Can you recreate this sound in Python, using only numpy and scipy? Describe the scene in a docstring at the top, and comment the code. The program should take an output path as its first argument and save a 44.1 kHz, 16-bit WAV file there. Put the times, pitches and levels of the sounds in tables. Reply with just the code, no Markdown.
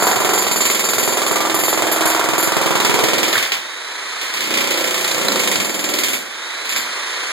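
"""An electric demolition hammer chisels a tiled concrete floor in a bare room, close to a phone.
Each blow snaps, thuds into the slab, cracks the tile and rings the steel chisel and the housing; the blows
slow down under load. Lifted, the hammer stops striking and its motor, noise with a whine of gears, runs up.
Loose plates ring, pieces split off, the tip scrapes; jolts and bumps reach the phone, which widens the stereo."""
import sys
import numpy as np
from scipy import signal
from scipy.fft import rfft, irfft, next_fast_len
from scipy.io import wavfile
from scipy.ndimage import uniform_filter1d, map_coordinates

SR = 44100
rng = np.random.default_rng(int(sys.argv[2]) if len(sys.argv) > 2 else 0)


def bounce(signal):
    """Save signal as a 16-bit WAV file at the path given by the first command-line argument."""
    frames = np.transpose(np.atleast_2d(signal))
    limited = np.clip(frames, -1, 1)
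    pcm = np.round(limited * 32767).astype(np.int16)
    wavfile.write(sys.argv[1], SR, pcm)


N = 322792

# lengths of a blow's tail and of its first moments (samples)
RING_LENGTH, BLOW_LENGTH = SR // 3, SR // 36
# the motor's free speed (crank turns per s)
FREE_SPEED = 29.95
# build-up time of the housing's and the plates' rings (s)
RING_RISE_S = .002
# chance variation of the thud from blow to blow (dB)
THUD_SCATTER_DB = 1.3
# The hammer is pressed to the floor. Each row: first blow in seconds, lifted in seconds.
PRESSED = [(-.023, 3.44), (4.338, 6.17)]
# The chisel sits loose and rings out. Each row: start in seconds, end in seconds, ring level in dB,
# share of the ring in the upper modes 0-1.
LOOSE_CHISEL = [(-.05, .09, -19.5, 0.3), (.31, .40, -17.5, 0.17), (.49, .57, -19.5, 0.3),
                (.58, .72, -19, .15), (.82, .90, -19, 0.2), (.96, 1.03, -20.5, 0.4),
                (1.24, 1.32, -23, 0.24), (1.52, 1.60, -20.5, 0.68), (1.62, 1.70, -19.5, 0.5),
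                (1.71, 1.75, -23.5, .15), (1.89, 1.94, -20.5, 0.7), (2.03, 2.08, -17.5, 0.6),
                (2.36, 2.45, -19.3, 0.4), (5.82, 5.86, -25.5, 0)]
# Straight sound that gets past the worker's legs. Each row: time in seconds, level in dB.
PAST_LEGS = [(0, 0), (2.3, 0), (2.8, -1.5), (3.3, -3), (4.4, -5), (5, -6.5), (6.2, -7)]


def amp(db):
    """Decibels to gain."""
    return 10 ** (np.asarray(db) / 20)


def unit(x):
    """x at rms 1."""
    return x / np.sqrt(np.mean(x ** 2) + 1e-20)


def unit_blow(x):
    """x scaled to rms 1 over the first moments of a blow."""
    return x / np.sqrt(np.mean(x[..., :BLOW_LENGTH] ** 2) + 1e-20)


def along(points, hz):
    """(Hz, value) points read on a log frequency axis."""
    f, v = np.transpose(points)
    return np.interp(np.log(hz + 1), np.log(f + 1), v)


def curves(rows, t):
    """Each column after the time, read at times t."""
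    s, *cols = np.transpose(rows)
    return [np.interp(t, s, c) for c in cols]


def wobble(rate):
    """A random curve through rate knots a second, smoothly joined."""
    knots = rng.standard_normal(int(N * rate / SR) + 4)
    return map_coordinates(knots, [np.arange(N) * rate / SR])


def filtered(x, response):
    """x times a complex response of frequency."""
    n = x.shape[-1]
    m = 2 * next_fast_len(n // 2 + 2048)
    return irfft(rfft(x, m) * response(np.fft.rfftfreq(m, 1 / SR)), m)[..., :n]


def coloured(x, spectrum):
    """x through the causal, minimum-phase filter that has this spectrum."""
    def response(hz):
        cepstrum = irfft(np.log(amp(along(spectrum, hz))))
        half = len(cepstrum) // 2
        # folding the cepstrum onto positive times makes the filter causal
        return np.exp(rfft(np.r_[cepstrum[0], 2 * cepstrum[1:half], np.zeros(half)]))
    return filtered(x, response)


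def resonant(x, modes):
    """x through a body with these resonances, of alternating sign."""
    def response(f):
        total = 0
        for k, (hz, width, db) in enumerate(modes):
            damping = 1j * f * width
            total = total + (-1) ** k * amp(db) * damping / (hz * hz - f * f + damping)
        return total
    return filtered(x, response)


def radiated(x, modes):
    """A ringing body that radiates little deep bass."""
    low_cut = signal.butter(3, 170, "high", fs=SR, output="sos")
    return signal.sosfilt(low_cut, resonant(x, modes))


def diffuse(size):
    """White sound from all sides: alike at both microphones in the bass, a little in the presence range."""
    gap_m = .125  # distance between the microphones
    # Extra likeness from sound straight from the tool. Each row: frequency in Hz, likeness 0-1.
    straight_likeness = [(1300, 0), (2500, .35), (5000, .02)]

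    def mid_side(hz):
        alike = np.sinc(2 * hz * gap_m / 343) * .97 + along(straight_likeness, hz)
        return np.sqrt([1 + alike, 1 - alike])

    mid, side = filtered(rng.standard_normal((2, size)), mid_side)
    return unit(np.array([mid + side, mid - side]))


def room(direct_db):
    """The direct sound, reaching the right microphone first, and the bare walls' decaying answer."""
    t60 = .58  # decay time in seconds
    t = np.arange(RING_LENGTH) / SR
    response = diffuse(RING_LENGTH) * amp(-60 * t / t60) * (1 - np.exp(-t / 0.012))
    response /= np.linalg.norm(response[0])
    response[[0, 1], [3, 0]] += amp(direct_db)  # left is 3 samples late
    return response


def in_room(x, direct_db):
    """A steady source heard in the room, at rms 1."""
    return unit(signal.fftconvolve(x[None], room(direct_db), axes=1)[:, :N])


def crushing(spectrum, grain_db):
    """Grainy noise of rms 1: its level flickers at random, then a spectrum colours it."""
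    return unit(coloured(diffuse(N) * amp(grain_db * wobble(1500)), spectrum))


def add(track, s, sound):
    """Mix a sound into a track at s seconds."""
    start = round(s * SR)
    sound = sound[..., max(-start, 0):]
    part = track[..., max(start, 0):][..., :sound.shape[-1]]
    part += sound[..., :part.shape[-1]]


def repeated(times, levels_db, sound):
    """The same sound at every time, each at its own level."""
    out = np.zeros((2, N))
    for s, db in zip(times, levels_db):
        add(out, s, amp(db) * sound)
    return out


def slab(times, body, levels_db, direct_db, count=28):
    """Every blow sends the same push through a body and the room; echoes shift as tool and phone move."""
    places = [body(room(direct_db)) for _ in range(count + 1)]
    out = np.zeros((2, N))
    for s, db in zip(times, levels_db):
        k, part = divmod(max(s, 0) * SR / N * count, 1)
        between = (1 - part) * places[int(k)] + part * places[int(k) + 1]
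        add(out, s, amp(db) * unit_blow(between))
    return out


def fracture(times, levels_db, burst_db, burst_t60, tail_t60, rise):
    """The swell and decay of every blow: a short burst and a longer tail, added as power."""
    t = np.arange(RING_LENGTH) / SR
    burst, tail = amp(burst_db - 60 * t / burst_t60), amp(-60 * t / tail_t60)
    shape = unit_blow(np.hypot(burst, tail) * (1 - np.exp(-t / rise)))
    power = np.zeros(N)
    for s, db in zip(times, levels_db):
        add(power, s, (amp(db) * shape) ** 2)
    return np.sqrt(power)


def crank(t):
    """Crank speed and load (0 or 1): held down while the chisel is pressed, running up once it is lifted."""
    run_up_s = .32  # time constant
    # Speed under load. Each row: time in seconds, speed in crank turns per second.
    pressed_speed = [(0, 21.822), (.35, 23.116), (.55, 21.362), (1.15, 21.153), (1.55, 21.749),
                     (1.8, 21.429), (2.4, 21.507), (2.9, 21.238), (3.35, 20.203), (4.3, 29.94),
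                     (4.5, 29.877), (5.15, 29.557), (5.45, 25.404), (5.7, 20.447), (6.15, 20.637)]
    loaded, = curves(pressed_speed, t)
    speed, load = loaded, np.ones(len(t))
    for start, lifted in PRESSED:
        lack = FREE_SPEED - curves(pressed_speed, lifted)[0]
        run_up = FREE_SPEED - lack * np.exp(-np.maximum(t - lifted, 0) / run_up_s)
        speed = np.where(t < start, speed, np.where(t < lifted, loaded, run_up))
        load = np.where(t < start, load, t < lifted)
    return speed, load


def blow_times(start, lifted):
    """The striker lands once in every crank turn."""
    t = np.arange(start, lifted, 1 / SR)
    turns = np.cumsum(crank(t)[0]) / SR
    return np.interp(np.arange(turns[-1]), turns, t)


def blows():
    """Rows (s, thud dB, crack dB, ring dB) of all blows: each follows the force, a little by chance."""
    crack_scatter_db, ring_scatter_db = 1.3, 1
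    # How hard the blows land, before chance. Each row: time in seconds, slab thud in dB, crack in dB,
    # damped chisel ring in dB.
    force_rows = [(0, -22.5, -25, -25.5), (.45, -25.5, -24.5, -25), (.65, -27.5, -22.5, -26.5),
                  (1.05, -25.5, -25, -22), (1.42, -24.5, -25.5, -38), (2.55, -25, -25.5, -42),
                  (2.8, -23, -20, -47), (3.13, -23, -20, -42), (3.28, -28, -22, -27),
                  (3.33, -30, -20, -25.5), (3.38, -42, -19, -32), (3.43, -43, -21, -42),
                  (4.34, -40.5, -26, -46), (4.52, -28, -23, -46), (4.98, -30.5, -24, -32),
                  (5.25, -24.5, -26.5, -35), (5.32, -26, -23.5, -32), (5.54, -27, -20.5, -32),
                  (5.74, -28.5, -27.5, -26.5), (5.95, -31, -22.5, -28.5), (6.13, -30.5, -21.5, -28)]
    # The lifted chisel grazes the floor. Each row: time in seconds, slab thud in dB, crack in dB,
    # chisel ring in dB.
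    grazing_blows = [(3.519, -36, -19, -48), (4.213, -52, -27, -42), (4.246, -53, -37, -47),
                     (4.28, -53, -34, -46), (6.653, -49, -32, -45), (6.691, -56, -26, -25.5),
                     (6.723, -42, -26, -40), (6.761, -40, -22, -24)]
    s = np.concatenate([blow_times(*stretch) for stretch in PRESSED])
    thud_db, crack_db, ring_db = curves(force_rows, s)
    chance = rng.standard_normal((len(s), 3)).T
    thud_db = thud_db + THUD_SCATTER_DB * chance[0]
    crack_db = crack_db + crack_scatter_db * chance[1]
    ring_db = ring_db + ring_scatter_db * chance[2]
    for begin, end, db, _ in LOOSE_CHISEL:
        ring_db = np.where((s > begin) & (s < end), db, ring_db)
    return np.vstack([np.column_stack([s, thud_db, crack_db, ring_db]), grazing_blows])


def snap(times, levels_db, centre_hz):
    """The striker's direct pressure pulse: one sharp swing, first at the right microphone."""
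    t = np.arange(SR // 200) / SR - .0009
    late_left = np.array([[3 / SR], [0]])
    u = (np.pi * centre_hz * (t - late_left)) ** 2
    return repeated(times, levels_db, (1 - 2 * u) * np.exp(-u))


def striker(times, thud_db, knock_db):
    """A sharp snap at every blow and another as the chisel rebounds and lands, stronger on a hard floor."""
    rebound_s, rebound_spread_s = .0175, .0008
    hard_db = .5 * np.maximum(knock_db, -10)  # the snap takes on half of the floor's knock
    snap_db = thud_db + 14.8 + hard_db + curves(PAST_LEGS, times)[0]
    rebound_db = snap_db + np.minimum(hard_db, 3) - 8.2
    again = times + rebound_s + rebound_spread_s * rng.standard_normal(len(times))
    return snap(times, snap_db, centre_hz=894) + snap(again, rebound_db, centre_hz=1200)


def punch(times, levels_db):
    """The slab swings for a few cycles, first at the right microphone, then again from the nearest wall."""
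    wall_delay_s, wall_level_db = .0049, -6.5
    # First swing under the chisel. Each row: frequency in Hz, width in Hz, level in dB.
    swing_modes = [(405, 50, 0), (660, 110, -9)]
    push = np.zeros((2, SR // 10))
    push[[0, 1], [3, 0]] = 1  # left is 3 samples late
    swing = radiated(push, swing_modes)
    swing /= np.abs(swing).max()
    wall_db = wall_level_db + THUD_SCATTER_DB * 2 * rng.standard_normal(len(times))
    direct = repeated(times, levels_db + curves(PAST_LEGS, times)[0], swing)
    return direct + repeated(times + wall_delay_s, levels_db + wall_db, swing)


def housing(times, levels_db, knock_db):
    """Every blow rings the housing anew, its phases at random; a hard floor brings out the upper modes."""
    t60, hardness = .27, .45  # decay in seconds; share of the floor's knock that the upper modes take on
    # The housing's ring between blows. Each row: frequency in Hz, level in dB.
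    housing_modes = [(329, 9.5), (365, 8.5), (550, 3.5), (730, -0.5), (971, 0.5), (1010, -1), (1074, 0.5),
                     (1183, 3), (1361, 4.5)]
    t = np.arange(RING_LENGTH) / SR
    hz, mode_db = np.transpose(housing_modes)
    envelope = amp(-60 * t / t60) * (1 - np.exp(-t / RING_RISE_S))
    modes = np.exp(2j * np.pi * hz[:, None] * t) * envelope
    upper = hz > 700
    out = np.zeros((2, N))
    for s, db, hard_db in zip(times, levels_db, knock_db):
        gains = amp(db + mode_db + upper * hardness * (hard_db - 3))
        phases = np.exp(2j * np.pi * rng.random(len(hz)))
        add(out, s, ((gains * phases) @ modes).real)
    return out


def slab_thud(times, thud_db):
    """The floor slab resonates under each blow."""
    # Slab resonances. Each row: frequency in Hz, width in Hz, level in dB.
    slab_modes = [(323.3, 35, 1.5), (369.5, 11.6, 4), (437, 81, -3), (551, 76, 1), (735, 94, -9.5)]
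    return slab(times, lambda x: radiated(x, slab_modes), thud_db - 5.5, direct_db=-20)


def body_knock(times, thud_db, knock_db):
    """The hammer's body knocks, harder on a hard floor."""
    # Body resonances. Each row: frequency in Hz, width in Hz, level in dB.
    body_modes = [(690, 160, 4.5), (992, 230, 9), (1164, 290, 4), (1324, 136, 6.5), (1700, 870, -2.5)]
    return slab(times, lambda x: radiated(x, body_modes), thud_db + knock_db - 11.1, direct_db=-16)


def slab_boom(times, thud_db, knock_db):
    """The slab's low boom: a soft, loose floor knocks less and booms more."""
    # Spectrum of the boom. Each row: frequency in Hz, level in dB.
    boom_spectrum = [(70, -43), (125, -11), (208, 4), (285, 0.5), (520, -21.5), (950, -49)]
    loose_db = -.7 * np.clip(knock_db, -7, 5)
    return slab(times, lambda x: coloured(x, boom_spectrum), thud_db + loose_db - 5, direct_db=-22.5)


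def tile_crack(times, crack_db):
    """The tile cracks: grainy noise in a fast burst with a tail in the room."""
    # Spectrum of the cracking tile. Each row: frequency in Hz, level in dB.
    crack_spectrum = [(200, -6.5), (700, -4.5), (1400, -2.5), (2200, 10), (3000, 8.5), (4100, 2), (5200, 1),
                      (7000, -10.5), (12000, -15)]
    envelope = fracture(times, crack_db + 2.5, burst_db=-0.5, burst_t60=.05, tail_t60=.32, rise=0.00023)
    return crushing(crack_spectrum, grain_db=1.5) * envelope


def tile_grit(times, crack_db, grit_db):
    """Grit is crushed under the tip: brighter grainy noise, with a shorter burst."""
    # Spectrum of the grit. Each row: frequency in Hz, level in dB.
    grit_spectrum = [(2500, -25), (5000, -0.5), (6400, 7), (7400, 12), (8500, 5), (10500, 1), (13200, 3.5),
                     (14500, -12), (16000, -9.5)]
    level_db = crack_db + grit_db + 0.5
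    envelope = fracture(times, level_db, burst_db=5.5, burst_t60=0.022, tail_t60=0.37, rise=0.0005)
    return crushing(grit_spectrum, grain_db=1.5) * envelope


def chisel(times, ring_db, upper):
    """The steel bar, rattling in its holder, rings in fuzzy lines: noise through narrow resonances."""
    # Chisel resonances, lower and upper. Each row: frequency in Hz, width in Hz, level in dB.
    lower_modes = [(4540, 150, -6.5), (6835, 75, -2), (7060, 150, -2), (7265, 130, 1)]
    upper_modes = [(9798, 65, -4), (10020, 45, -3), (12800, 36, 2), (13130, 80, -2)]
    out = np.zeros((2, N))
    for modes, share in [(lower_modes, 1 - upper), (upper_modes, upper)]:
        level_db = ring_db + 10 * np.log10(share) - .8
        swell = fracture(times, level_db, burst_db=-24, burst_t60=0.084, tail_t60=0.31, rise=.0035)
        out += unit(resonant(diffuse(N), modes)) * swell
    return out


def hammer(s, thud_db, crack_db, ring_db):
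    """All parts of every blow, balanced by how the tip sits on the floor."""
    # The tip on the floor. Each row: time in seconds, hard knock over the thud in dB,
    # share of the ring in the upper modes 0-1, grit over the crack in dB.
    contact_rows = [(0.0, 10, 0.3, -1), (0.6, 4, 0.15, -2), (1.0, 2.5, 0.33, -0.5), (1.3, 8, 0, -1),
                    (1.6, 4, 0.52, -1), (2.0, 11, 0.6, -0.5), (2.8, 8, 0.13, -3.5), (3.15, 2.5, 0.3, -4),
                    (3.55, 12, 0.9, -11), (4.25, -3, 0.3, -6.5), (4.6, 3, 0.8, -5.5), (5.3, 1, 0, -1),
                    (5.7, -0.5, 0.14, -4), (6.1, -0.5, 0.7, -3), (6.8, -15, 0.16, -7.5)]
    knock_db, upper, grit_db = curves(contact_rows, s)
    for begin, end, _, share in LOOSE_CHISEL:
        upper = np.where((s > begin) & (s < end), share, upper)
    upper = np.clip(upper, .01, .99)
    direct = striker(s, thud_db, knock_db) + punch(s, thud_db + 11.7)
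    ringing = housing(s, thud_db - 11.5, knock_db) + chisel(s, ring_db, upper)
    floor = slab_thud(s, thud_db) + body_knock(s, thud_db, knock_db) + slab_boom(s, thud_db, knock_db)
    tile = tile_crack(s, crack_db) + tile_grit(s, crack_db, grit_db)
    return direct + ringing + floor + tile


def plates(times):
    """Loosened plates of tile ring under the blows for a while, each pitch shifting a little by chance."""
    t60, pitch_spread = .22, .004  # decay in seconds; chance change of pitch as a share
    # Ringing plates. Each row: start in seconds, end in seconds, pitch in Hz, level in dB.
    loose_plates = [(-.05, .45, 750, -32), (1.2, 1.55, 1190, -30.5), (1.15, 3.3, 323.4, -31),
                    (2.2, 2.98, 978, -31.5), (4.43, 4.86, 327.4, -32.5), (4.68, 5.1, 634, -39),
                    (5.12, 5.48, 403.4, -29), (5.14, 5.5, 505, -32), (5.68, 5.96, 314, -30.5)]
    t = np.arange(RING_LENGTH) / SR
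    decay = amp(-60 * t / t60) * (1 - np.exp(-t / RING_RISE_S))
    out = np.zeros((2, N))
    for begin, end, hz, db in loose_plates:
        for s in times[(times > begin) & (times < end)]:
            pitch = hz * (1 + pitch_spread * rng.standard_normal())
            add(out, s, amp(db) * unit_blow(decay * np.sin(2 * np.pi * pitch * t)))
    return out


def motor():
    """Fan and gears rush with speed and load, throbbing once a crank turn; gear mesh and fan blades whine."""
    mesh_per_turn, blades_per_turn = 145, 34.5  # gear teeth and fan blade passes in one crank turn
    doubling_db, load_db = 12.5, 3.5  # gain for each doubling of speed, and under load
    case_hz, case_width_hz = 3835, 168  # gear case resonance: centre and half width
    # Fan and gear noise at free speed without load. Each row: time in seconds, level in dB.
    motor_level = [(0, -27), (3.2, -21.5), (3.8, -26.5), (4.25, -24), (4.6, -32.5), (5.2, -28.5),
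                   (6.4, -24.5), (7.3, -22.5)]
    # Spectrum of the fan. Each row: frequency in Hz, level in dB.
    fan_spectrum = [(80, -42), (320, -4.5), (480, -3.5), (750, -7.5), (1050, -3), (2000, 1), (3900, -5.5),
                    (5000, -9.5), (7300, -11.5), (10000, -17.5), (15500, -34.5)]
    t = np.arange(N) / SR
    speed, load = crank(t)
    speed_db = doubling_db * np.log2(speed / FREE_SPEED)
    db = curves(motor_level, t)[0] + speed_db + load_db * uniform_filter1d(load, size=SR // 5)
    whine_hz = mesh_per_turn * speed
    mesh = 2 * np.pi * np.cumsum(whine_hz * (1 + .001 * wobble(90))) / SR  # phase in radians
    rush = crushing(fan_spectrum, grain_db=0.0) * amp(np.cos(mesh / mesh_per_turn))
    # the whine is loudest as it sweeps through the gear case's resonance
    case_db = -np.minimum(((whine_hz - case_hz) / case_width_hz) ** 2, 16)
    whine = amp(case_db - 10.4) * in_room(np.sin(mesh), direct_db=7)
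    blades = amp(-23) * in_room(np.sin(mesh * blades_per_turn / mesh_per_turn), direct_db=2)
    return amp(db) * (rush + whine + blades)


def buffet(times, levels_db):
    """Blows jolt the phone, pushing its two microphones opposite ways; soft low bumps reach both alike."""
    bump_hz, bump_rise_s = 118, .009
    # The phone's resonances. Each row: frequency in Hz, width in Hz, level in dB.
    jolt_modes = [(112, 24, -4.5), (220, 260, -7.5), (477, 100, -6.5)]
    # How firmly the jolts reach the phone. Each row: time in seconds, level in dB.
    jolt_path = [(0, 0), (1.5, 0.5), (2.8, 5), (3.3, 4), (4.5, -5), (5, -5), (5.4, 0.5), (6.1, 2)]
    # Low bumps on the phone. Each row: time in seconds, level in dB.
    bump_rows = [(.16, -20), (0.459, -29), (.645, -28), (0.961, -23), (1.29, -37), (1.531, -26),
                 (1.83, -24), (2.04, -36), (2.31, -28), (2.6, -27), (2.74, -36), (3.025, -20), (3.166, -26),
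                 (3.361, -22), (5.14, -29), (5.581, -24)]
    t = np.arange(SR // 6) / SR
    jolt = unit_blow(resonant(signal.unit_impulse(len(t)), jolt_modes))
    chance_db = 3 * rng.standard_normal(len(times))
    jolt_db = levels_db - 8 + curves(jolt_path, times)[0] + chance_db
    bump = t / bump_rise_s * np.exp(1 - t / bump_rise_s) * np.sin(2 * np.pi * bump_hz * t)
    return repeated(times, jolt_db, np.array([jolt, -jolt])) + repeated(*np.transpose(bump_rows), bump)


def splinters():
    """A piece of tile splits off with a short, dry, grainy crack: noise that swells and dies quickly."""
    rise_s = .0018
    # Spectrum of a splitting piece. Each row: frequency in Hz, level in dB.
    splinter_spectrum = [(200, -24), (500, -8), (1300, 9), (2200, -0.5), (3000, -19), (4000, 10.5),
                         (5000, 5), (7000, -8), (13000, -11.5)]
    # Blows that break off a piece. 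Each row: time in seconds, peak of the swell in dB.
    break_rows = [(.932, -20), (1.217, -22), (1.264, -26), (2.147, -18), (2.565, -35), (3.328, -17),
                  (3.518, -22), (5.046, -19), (5.079, -19), (5.114, -18), (5.146, -18), (5.283, -11.5),
                  (5.318, -14), (5.357, -16), (5.393, -17), (5.474, -17.5), (5.556, -16), (5.84, -23),
                  (5.888, -31), (5.937, -22), (5.986, -17), (6.761, -22)]
    u = np.arange(BLOW_LENGTH) / SR / rise_s
    swells = repeated(*np.transpose(break_rows), u * np.exp(1 - u))
    return crushing(splinter_spectrum, grain_db=3.0) * swells


def scrape():
    """The tip drags over broken tile as the hammer is pulled away: grainy noise that swells and fades."""
    # Level of the scrape. Each row: time in seconds, level in dB.
    scrape_level = [(3.31, -90), (3.335, -20.5), (3.37, -17), (3.41, -24.5), (3.52, -31.5), (3.7, -92)]
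    # Spectrum of the scrape. Each row: frequency in Hz, level in dB.
    scrape_spectrum = [(700, -23), (1300, -5), (1750, 1), (2200, -4), (3200, -7), (8000, -25)]
    level_db, = curves(scrape_level, np.arange(N) / SR)
    return amp(level_db) * crushing(scrape_spectrum, grain_db=3.5)


def scene():
    """The working hammer in its room."""
    s, thud_db, crack_db, ring_db = blows().T
    tool = hammer(s, thud_db, crack_db, ring_db) + motor()
    loose_tile = plates(s) + splinters() + scrape()
    return tool + loose_tile + buffet(s, thud_db)


def record(dry):
    """The phone takes from each side a late copy of the other, favours the right, clips and cuts the top."""
    cross, top_hz = .96, 15850  # share of the other side; upper limit in Hz
    late = np.pad(dry[::-1], ((0, 0), (16, 0)))[:, :N]  # sides swapped, 16 samples late
    wide = (dry - cross * late) / np.hypot(1, cross)
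    wide = wide * amp([[-.85], [.85]])  # left and right gain in dB
    return filtered(np.clip(wide, -.94, .94), lambda hz: hz < top_hz)


dry = scene()
out = record(dry)
bounce(out)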